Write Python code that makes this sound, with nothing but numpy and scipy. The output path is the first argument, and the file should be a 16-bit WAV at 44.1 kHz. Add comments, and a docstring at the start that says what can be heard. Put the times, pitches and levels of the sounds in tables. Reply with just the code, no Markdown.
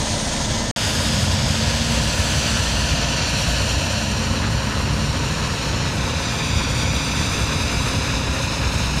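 """A house fire being fought outdoors, heard on one microphone from two places. First, beside the aerial
ladder: its hydraulic pump whines and its nozzle sizzles. After a brief break at 0.7 s, by the house:
a hose jet hisses, coloured by its bounce off the paving as the nozzle moves, and water gushes hollowly.
Just past 4 s the water swings onto another surface and splashes in the open. Behind it all, a
six-cylinder diesel idles and pumps drone and rev over a low roar."""
import sys
import numpy as np
from scipy import signal
from scipy.fft import rfft, irfft
from scipy.io import wavfile
from scipy.ndimage import uniform_filter1d, map_coordinates

SR = 44100
rng = np.random.default_rng(int(sys.argv[2]) if len(sys.argv) > 2 else 0)


def wav_record(signal):
    """Record a signal, one row per channel, as 16-bit PCM in the file named by sys.argv[1]."""
    frames = np.transpose(np.atleast_2d(signal))
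    bounded = np.clip(frames, -1, 1)
    # unit amplitude maps onto the largest positive 16-bit level
    quanta = np.round(bounded * 32767).astype(np.int16)
    wavfile.write(sys.argv[1], SR, quanta)


N = 396900
T = np.arange(N) / SR
BREAK_FROM_S, BREAK_TO_S = 0.7125, 0.7615
FIRING_HZ = 30.01

# spectra of the hose jet and of its fine spray: frequency_hz, relative_db
JET_SPECTRUM = [(500, -44), (1400, -1.5), (2050, -3.5), (2380, 3), (2700, 3.5), (3200, 0), (4000, 2.5),
                (4800, -.5), (5500, -0.5), (6300, -2), (7200, -4.5), (7800, -18), (9000, -17), (15500, -60)]
SPRAY_SPECTRUM = [(3000, -11), (6500, -2), (8000, 0), (9000, -0.5), (9800, -2.5), (10400, -8), (11400, -8),
                  (12500, -11.5), (14000, -17), (16000, -28)]
# the jet's hiss and the spray as the hose is moved about: time_s, relative_db
HISS_LEVEL = [(0.8, -25), (1.3, -26), (2.27, -25), (2.36, -23.5), (2.57, -23.5), (2.63, -25), (3.6, -25),
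              (4.63, -31), (5.83, -28.5), (5.94, -31), (6.3, -28), (7.91, -28), (8.22, -30), (8.9, -28.5)]
SPRAY_LEVEL = [(0.78, -43.5), (0.87, -42.5), (1.41, -48.5), (2.39, -45), (3.24, -50.5), (3.39, -45.5),
               (4.51, -52.5), (5.67, -51), (5.7, -52), (7.9, -47), (8.06, -50.5), (8.95, -49.5)]
# how late the bounce off the paving reaches the microphone: time_s, lag_ms
BOUNCE_LAG = [(.3, .594), (.7, .61), (1.5, .602), (1.7, .638), (2.4, .66), (2.8, .657), (3.2, .69),
              (5, .702), (5.8, .724), (6.02, .795), (6.7, .853), (7.4, .813), (9, .765)]
# how much of the sound bounces: time_s, jet_share, spray_share
BOUNCE_SHARES = [(.8, 0.4, 0.2), (1.8, 0.2, 0.35), (2.6, 0.32, 0.4), (3.5, 0.4, 0.1), (4.5, 0.4, 0.4),
                 (5.6, 0.28, 0.2), (5.95, 0.3, .08), (6.5, 0.58, 0.4), (7.4, 0.62, 0.33), (9, 0.43, .22)]
# hollow resonances of the gush: centre_hz, width_hz, relative_db
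GUSH_MODES = [(597, 120, 3), (674, 84, -2), (940, 150, -8.5), (1764, 180, -3.5)]
# spectrum of the splash: frequency_hz, relative_db
SPLASH_SPECTRUM = [(200, -4.5), (400, 2.5), (800, -7.5), (1100, 1.5), (1400, 0), (1800, -1), (2100, -6),
                   (3000, -10), (6000, -18), (12000, -56)]
# heavier sheets of water slap down: middle_s, half_length_s, level_db
SLAPS = [(2.52, 0.097, -35), (4.44, 0.014, -29.5)]
# sizzle of the ladder's nozzle: frequency_hz, relative_db
NOZZLE_SPECTRUM = [(1000, 1), (2200, -2.5), (2600, 0), (3600, 3.5), (5000, 2.5), (5700, 2.5), (6500, 4.5),
                   (7200, -1), (7750, -5), (8500, -2), (9200, -10), (9800, -13.5), (12000, -22.5),
                   (15500, -37)]
# overtones of the ladder's hydraulic pump: multiple, level_db
HYDRAULIC_WHINES = [(6, -49), (7, -47), (8, -45), (9, -44.5), (10, -48)]
# resonances of the ladder truck's bodywork: centre_hz, width_hz, relative_db
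BODYWORK_MODES = [(268, 95, 0.5), (614, 38, -2.5), (692, 28, -0.5), (790, 46, -7)]
# how hard each cylinder knocks, in firing order: relative_db
CYLINDER_KNOCKS = [1.2, -1.2, 1, -1.5, 1.2, -.7]
# resonances of the engine block: centre_hz, width_hz, relative_db
BLOCK_MODES = [(523.5, 86, 3.5), (687.4, 23.5, 3), (912, 96, 0), (969.5, 86, 1.5), (1470, 550, -12.5)]
# tones of the engine block: firing_multiple, level_db
BLOCK_TONES = [(17.5, -48.5), (18.5, -50), (19.5, -52), (31, -51), (33, -53)]
# the exhaust note: firing_multiple, relative_db
EXHAUST_ORDERS = [(1, -19), (2, -1.5), (4, -20), (5, -12)]
# strength of the exhaust throb: time_s, exhaust_db, third_order_db
THROB_LEVEL = [(.75, -38, -50), (1.15, -31, -29), (1.6, -32, -30), (2.1, -24, -36), (2.45, -36, -39),
               (2.8, -23.5, -43), (3.25, -29, -39), (3.5, -26.5, -32), (4.1, -34, -33), (4.9, -29.5, -36),
               (5.3, -32, -34), (5.6, -26.5, -42), (5.95, -32, -42), (6.4, -30, -40), (7, -33, -42),
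               (7.6, -27.5, -42), (8.5, -28.5, -40), (8.8, -24.5, -41)]
# the pump's hum: time_s, level_db
HUM_LEVEL = [(0, -47), (1.3, -43), (2.7, -46), (5, -44), (6.3, -41), (7, -37.5), (8.2, -37), (8.5, -43)]
# a pump engine revs and sags back: top_s, run_up_s, top_hz, third_order_db, second_order_db
REVS = [(1.1, .26, 228, -30.5, -40), (1.89, .86, 233, -29, -35), (2.28, .16, 225, -35, -40),
        (2.55, .2, 227, -34, -38), (4.06, .25, 226, -37, -42), (4.47, .52, 225, -32.5, -38),
        (4.97, .42, 219, -32, -34), (5.33, .4, 231, -40, -31.5)]
# spectrum of the roar: frequency_hz, relative_db
ROAR_SPECTRUM = [(20, -28), (36, -14), (46, -5.5), (75, 0.5), (110, -0.5), (150, -2), (190, -8), (230, -6),
                 (262, -14), (300, -10.5), (345, -22.5), (500, -32), (800, -21.5), (2000, -60)]
# swells and lulls of the deep roar: middle_s, half_length_s, change_db
ROAR_SWELLS = [(.12, .025, 6), (.34, .05, -6), (.48, .04, 7), (.61, .04, -9), (1.22, 0.07, 4),
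               (2.14, .1, 2), (2.38, .04, 7), (3.24, .1, -3), (3.45, 0.06, 5), (3.88, .08, -5),
               (4.28, .05, 1.5), (4.37, .03, -5), (4.57, .08, 1.5), (4.81, .02, 3), (4.9, 0.03, 6),
               (5.36, .035, -7), (5.55, 0.054, 2), (6.55, .04, 3.5), (6.7, .2, 2), (7.85, .1, 0.5),
               (8.25, 0.11, 1), (8.53, .035, -7), (8.63, .05, 4.5), (8.88, .1, 1)]
# echoes off the house walls: lag_ms, relative_db
WALL_ECHOES = [(4.7, -15), (11.3, -14), (19.9, -15)]


def hose(hiss_db, lag_ms):
    """By the house: the jet breaks into spray and mist, heard directly and off the paving."""
    surge = walk(33)
    jet = colour(noise(), JET_SPECTRUM) * undb(hiss_db - 0.75 + 0.63 * surge)
    # a bright edge on the hiss, until the nozzle is moved
    jet += band(hz=4820, width_hz=1700) * undb(-34) * (1 - fade(middle_s=2, length_s=0.89))
    spray = colour(drops(per_s=36000, spread_db=1.8), SPRAY_SPECTRUM)
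    spray *= undb(curves(SPRAY_LEVEL)[0] + 8.5 + 0.5 * surge + walk(16))
    mist = band(hz=7600, width_hz=1400) * undb(-40) * (1 - fade(middle_s=2.85, length_s=0.28))
    jet_share, spray_share = curves(BOUNCE_SHARES)
    wobble_ms = 0.003 * walk(5)  # the jet wobbles in the firefighter's hands
    bounced = delayed(jet_share * jet + spray_share * (spray + mist), lag_ms + wobble_ms)
    return jet + spray + mist + bounced


def falling_water(hiss_db):
    """Water lands on the house: a hollow gush, giving way to a splash as it swings to another surface."""
    swung = fade(middle_s=4.16, length_s=0.097)
    gush_db = by_place(at_ladder=-37.5, at_house=-34.5 - 12 * swung)
    splash_db = by_place(at_ladder=-50, at_house=(1 - swung) * (hiss_db - 9) - 31 * swung)
    gush = ring(noise(), GUSH_MODES) * undb(gush_db + 0.6 * walk(5.3))
    splash = colour(drops(per_s=7500, spread_db=1.56), SPLASH_SPECTRUM)
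    splash *= undb(splash_db + 1.15 * walk(15))
    slaps = band(hz=1460, width_hz=700) * bumps([(s, half_s, undb(db)) for s, half_s, db in SLAPS])
    return gush + splash + slaps


def ladder_truck(lag_ms, pump_hz=224, bounce_share=0.17):
    """Close by: the hydraulics whine, the engine growls, the nozzle sizzles and gains a bounce as it turns."""
    whines = sum(undb(db) * band(k * pump_hz, width_hz=45) for k, db in HYDRAULIC_WHINES)
    throb = orders(FIRING_HZ * T, [(1, -34), (2, -34)], waver_db=0.5)
    growl = ring(noise(), BODYWORK_MODES) * undb(-35)
    turned = fade(middle_s=0.4, length_s=0.25)
    nozzle = colour(noise(), NOZZLE_SPECTRUM) * undb(-27 + 1.06 * walk(24.7))
    mist = band(hz=8800, width_hz=900) * undb(-40) * (1 - turned)
    bounced = bounce_share * turned * delayed(nozzle, lag_ms)
    return whines + throb + growl + mist + nozzle + bounced


def diesel(exhaust_db, third_db, knock_db=-34, decay_s=0.024, cylinders=6):
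    """Cylinders fire in turn, each knock ringing the block; the exhaust throbs below."""
    firings = np.cumsum(FIRING_HZ * (1 + 0.00067 * walk(1.48))) / SR
    strength = undb(CYLINDER_KNOCKS)[firings.astype(int) % cylinders]
    blow = strength * np.exp(-(firings % 1) / FIRING_HZ / decay_s)
    # the same parts clatter alike in every engine cycle, with chance on top
    cycle_s = (firings % cylinders) / FIRING_HZ
    clatter = np.interp(cycle_s, T, noise()) + 1.87 * noise()
    knock = ring(blow * clatter, BLOCK_MODES) * undb(knock_db)
    third = orders(firings, [(3, 0)], waver_db=-0.5) * undb(third_db)
    block = orders(firings, BLOCK_TONES, waver_db=2.5)
    exhaust = orders(firings, EXHAUST_ORDERS, waver_db=1.2) * undb(exhaust_db)
    return knock + third + block + exhaust


def pumps():
    """A steady hum, a rough drone that is louder by the ladder, and an engine revving now and then."""
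    hum = tone(hz=268.8, wander=.0005, flutter_db=.5) * undb(curves(HUM_LEVEL)[0])
    drone = tone(hz=220.8, wander=.012, flutter_db=1)
    drone *= undb(by_place(at_ladder=-33, at_house=-47) + 1.2 * walk(20))
    return hum + drone + sum(rev(*row) for row in REVS)


def rev(top_s, run_up_s, top_hz, third_db, second_db, rise_hz_per_s=43, sag_hz_per_s=90, attack_s=0.11):
    """A pump engine grows louder as its speed climbs, then sags faster; two orders are heard."""
    release_s = 0.35 * run_up_s
    before_s = np.clip(top_s - T, 0, run_up_s)
    after_s = np.clip(T - top_s, 0, release_s)
    hz = top_hz - rise_hz_per_s * before_s - sag_hz_per_s * after_s
    swell = np.minimum((run_up_s - before_s) / attack_s, 1) * (1 - (after_s / release_s) ** 3)
    third, second = (tone(hz * k / 3, wander=.002, flutter_db=.5) for k in (3, 2))
    effort = undb(.04 * (hz - top_hz) + .8 * walk(20))
    return swell * effort * (undb(third_db) * third + undb(second_db) * second)


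def roar(build_s=0.21, deep_hz=140, flutter_db=1.6):
    """Turbulence of engines and fire, louder by the house; only its deep part swells and flutters."""
    built = fade(BREAK_TO_S + build_s / 2, build_s)
    steady = colour(noise(), ROAR_SPECTRUM) * undb(-26.5 + 2.5 * built)
    deep = signal.sosfiltfilt(signal.butter(3, deep_hz, fs=SR, output="sos"), steady)
    return steady - deep + deep * undb(bumps(ROAR_SWELLS) + flutter_db * walk(9))


def wall_echoes(x, drift_ms=0.083):
    """Echoes off the nearby walls; their paths drift a little as the water moves."""
    return sum(undb(db) * delayed(x, lag_ms + drift_ms * walk(0.72)) for lag_ms, db in WALL_ECHOES)


def drops(per_s, spread_db):
    """Random impacts, many small and a few large."""
    sizes = undb(spread_db * np.minimum(rng.exponential(size=N), 5))
    return (rng.random(N) < per_s / SR) * sizes * noise()


def orders(turns, table, waver_db):
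    """Sines on multiples of an engine's rate, each wavering in level."""
    return np.sqrt(2) * sum(
        undb(db + waver_db * walk(2.4)) * np.sin(2 * np.pi * (k * turns + rng.random()))
        for k, db in table)


def tone(hz, wander, flutter_db):
    """A sine of rms 1 whose pitch and level waver."""
    phase = 2 * np.pi * np.cumsum(hz * (1 + wander * walk(7.9))) / SR
    return unit(np.sin(phase) * undb(flutter_db * walk(2.4)))


def ring(x, modes):
    """Pass x through resonances, twice each for steep sides; rms 1."""
    rung = 0
    for hz, width_hz, db in modes:
        peak = signal.iirpeak(hz, hz / (1.3 * width_hz), fs=SR)
        rung += undb(db) * signal.lfilter(*peak, signal.lfilter(*peak, x))
    return unit(rung)


def band(hz, width_hz):
    """Noise around one frequency; rms 1."""
    return ring(noise(), [(hz, width_hz, 0)])


def colour(x, spectrum):
    """Shape x with a spectrum; rms 1."""
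    hz, db = np.transpose(spectrum)
    bins_hz = np.maximum(np.arange(N // 2 + 1) * SR / N, 1)
    gain = undb(np.interp(np.log(bins_hz), np.log(hz), db))
    return unit(irfft(rfft(x) * gain, N))


def delayed(x, lag_ms):
    """x heard later by a lag that may move."""
    return map_coordinates(x, [(T - lag_ms / 1000) * SR], order=3, mode="mirror")


def by_place(at_ladder, at_house):
    """One value before the break, another after it."""
    return np.where(T < BREAK_FROM_S, at_ladder, at_house)


def curves(rows):
    """Each column of a table of timed rows, one value per sample."""
    time_s, *columns = np.transpose(rows)
    return [np.interp(T, time_s, column) for column in columns]


def fade(middle_s, length_s):
    """A straight ramp from 0 to 1 around middle_s."""
    return np.clip((T - middle_s) / length_s + .5, 0, 1)


def bumps(rows):
    """Bell-shaped rises and dips."""
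    return sum(height * np.exp(-((T - s) / half_s) ** 2) for s, half_s, height in rows)


def walk(rate_hz):
    """A random waver at about rate_hz; rms 1."""
    knots_s = np.arange(0, N / SR + 1, 1 / (2 * rate_hz))
    return unit(np.interp(T + rng.random() / 2, knots_s, rng.uniform(-1, 1, len(knots_s))))


def noise():
    """White noise."""
    return rng.standard_normal(N)


def undb(db):
    """Decibels to gain."""
    return 10 ** (np.asarray(db) / 20)


def unit(x):
    """Scale to rms 1."""
    return x / np.sqrt(np.mean(x ** 2))


def scene():
    """One microphone, beside the ladder truck before the break and by the house after it."""
    hiss_db, lag_ms = curves(HISS_LEVEL)[0], curves(BOUNCE_LAG)[0]
    background = diesel(*curves(THROB_LEVEL)) + pumps() + roar()
    near = by_place(ladder_truck(lag_ms), hose(hiss_db, lag_ms)) + falling_water(hiss_db)
    return (background + near + wall_echoes(near))[None]


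def record(dry):
    """The microphone's sound drops out at the break; the treble above 15.7 kHz is cut."""
    live = uniform_filter1d(1. * ((T < BREAK_FROM_S) | (T > BREAK_TO_S)), size=40)
    top_cut = signal.ellip(10, .1, 80, 15700, fs=SR, output="sos")
    return signal.sosfilt(top_cut, dry * live)


dry = scene()
out = record(dry)
wav_record(out)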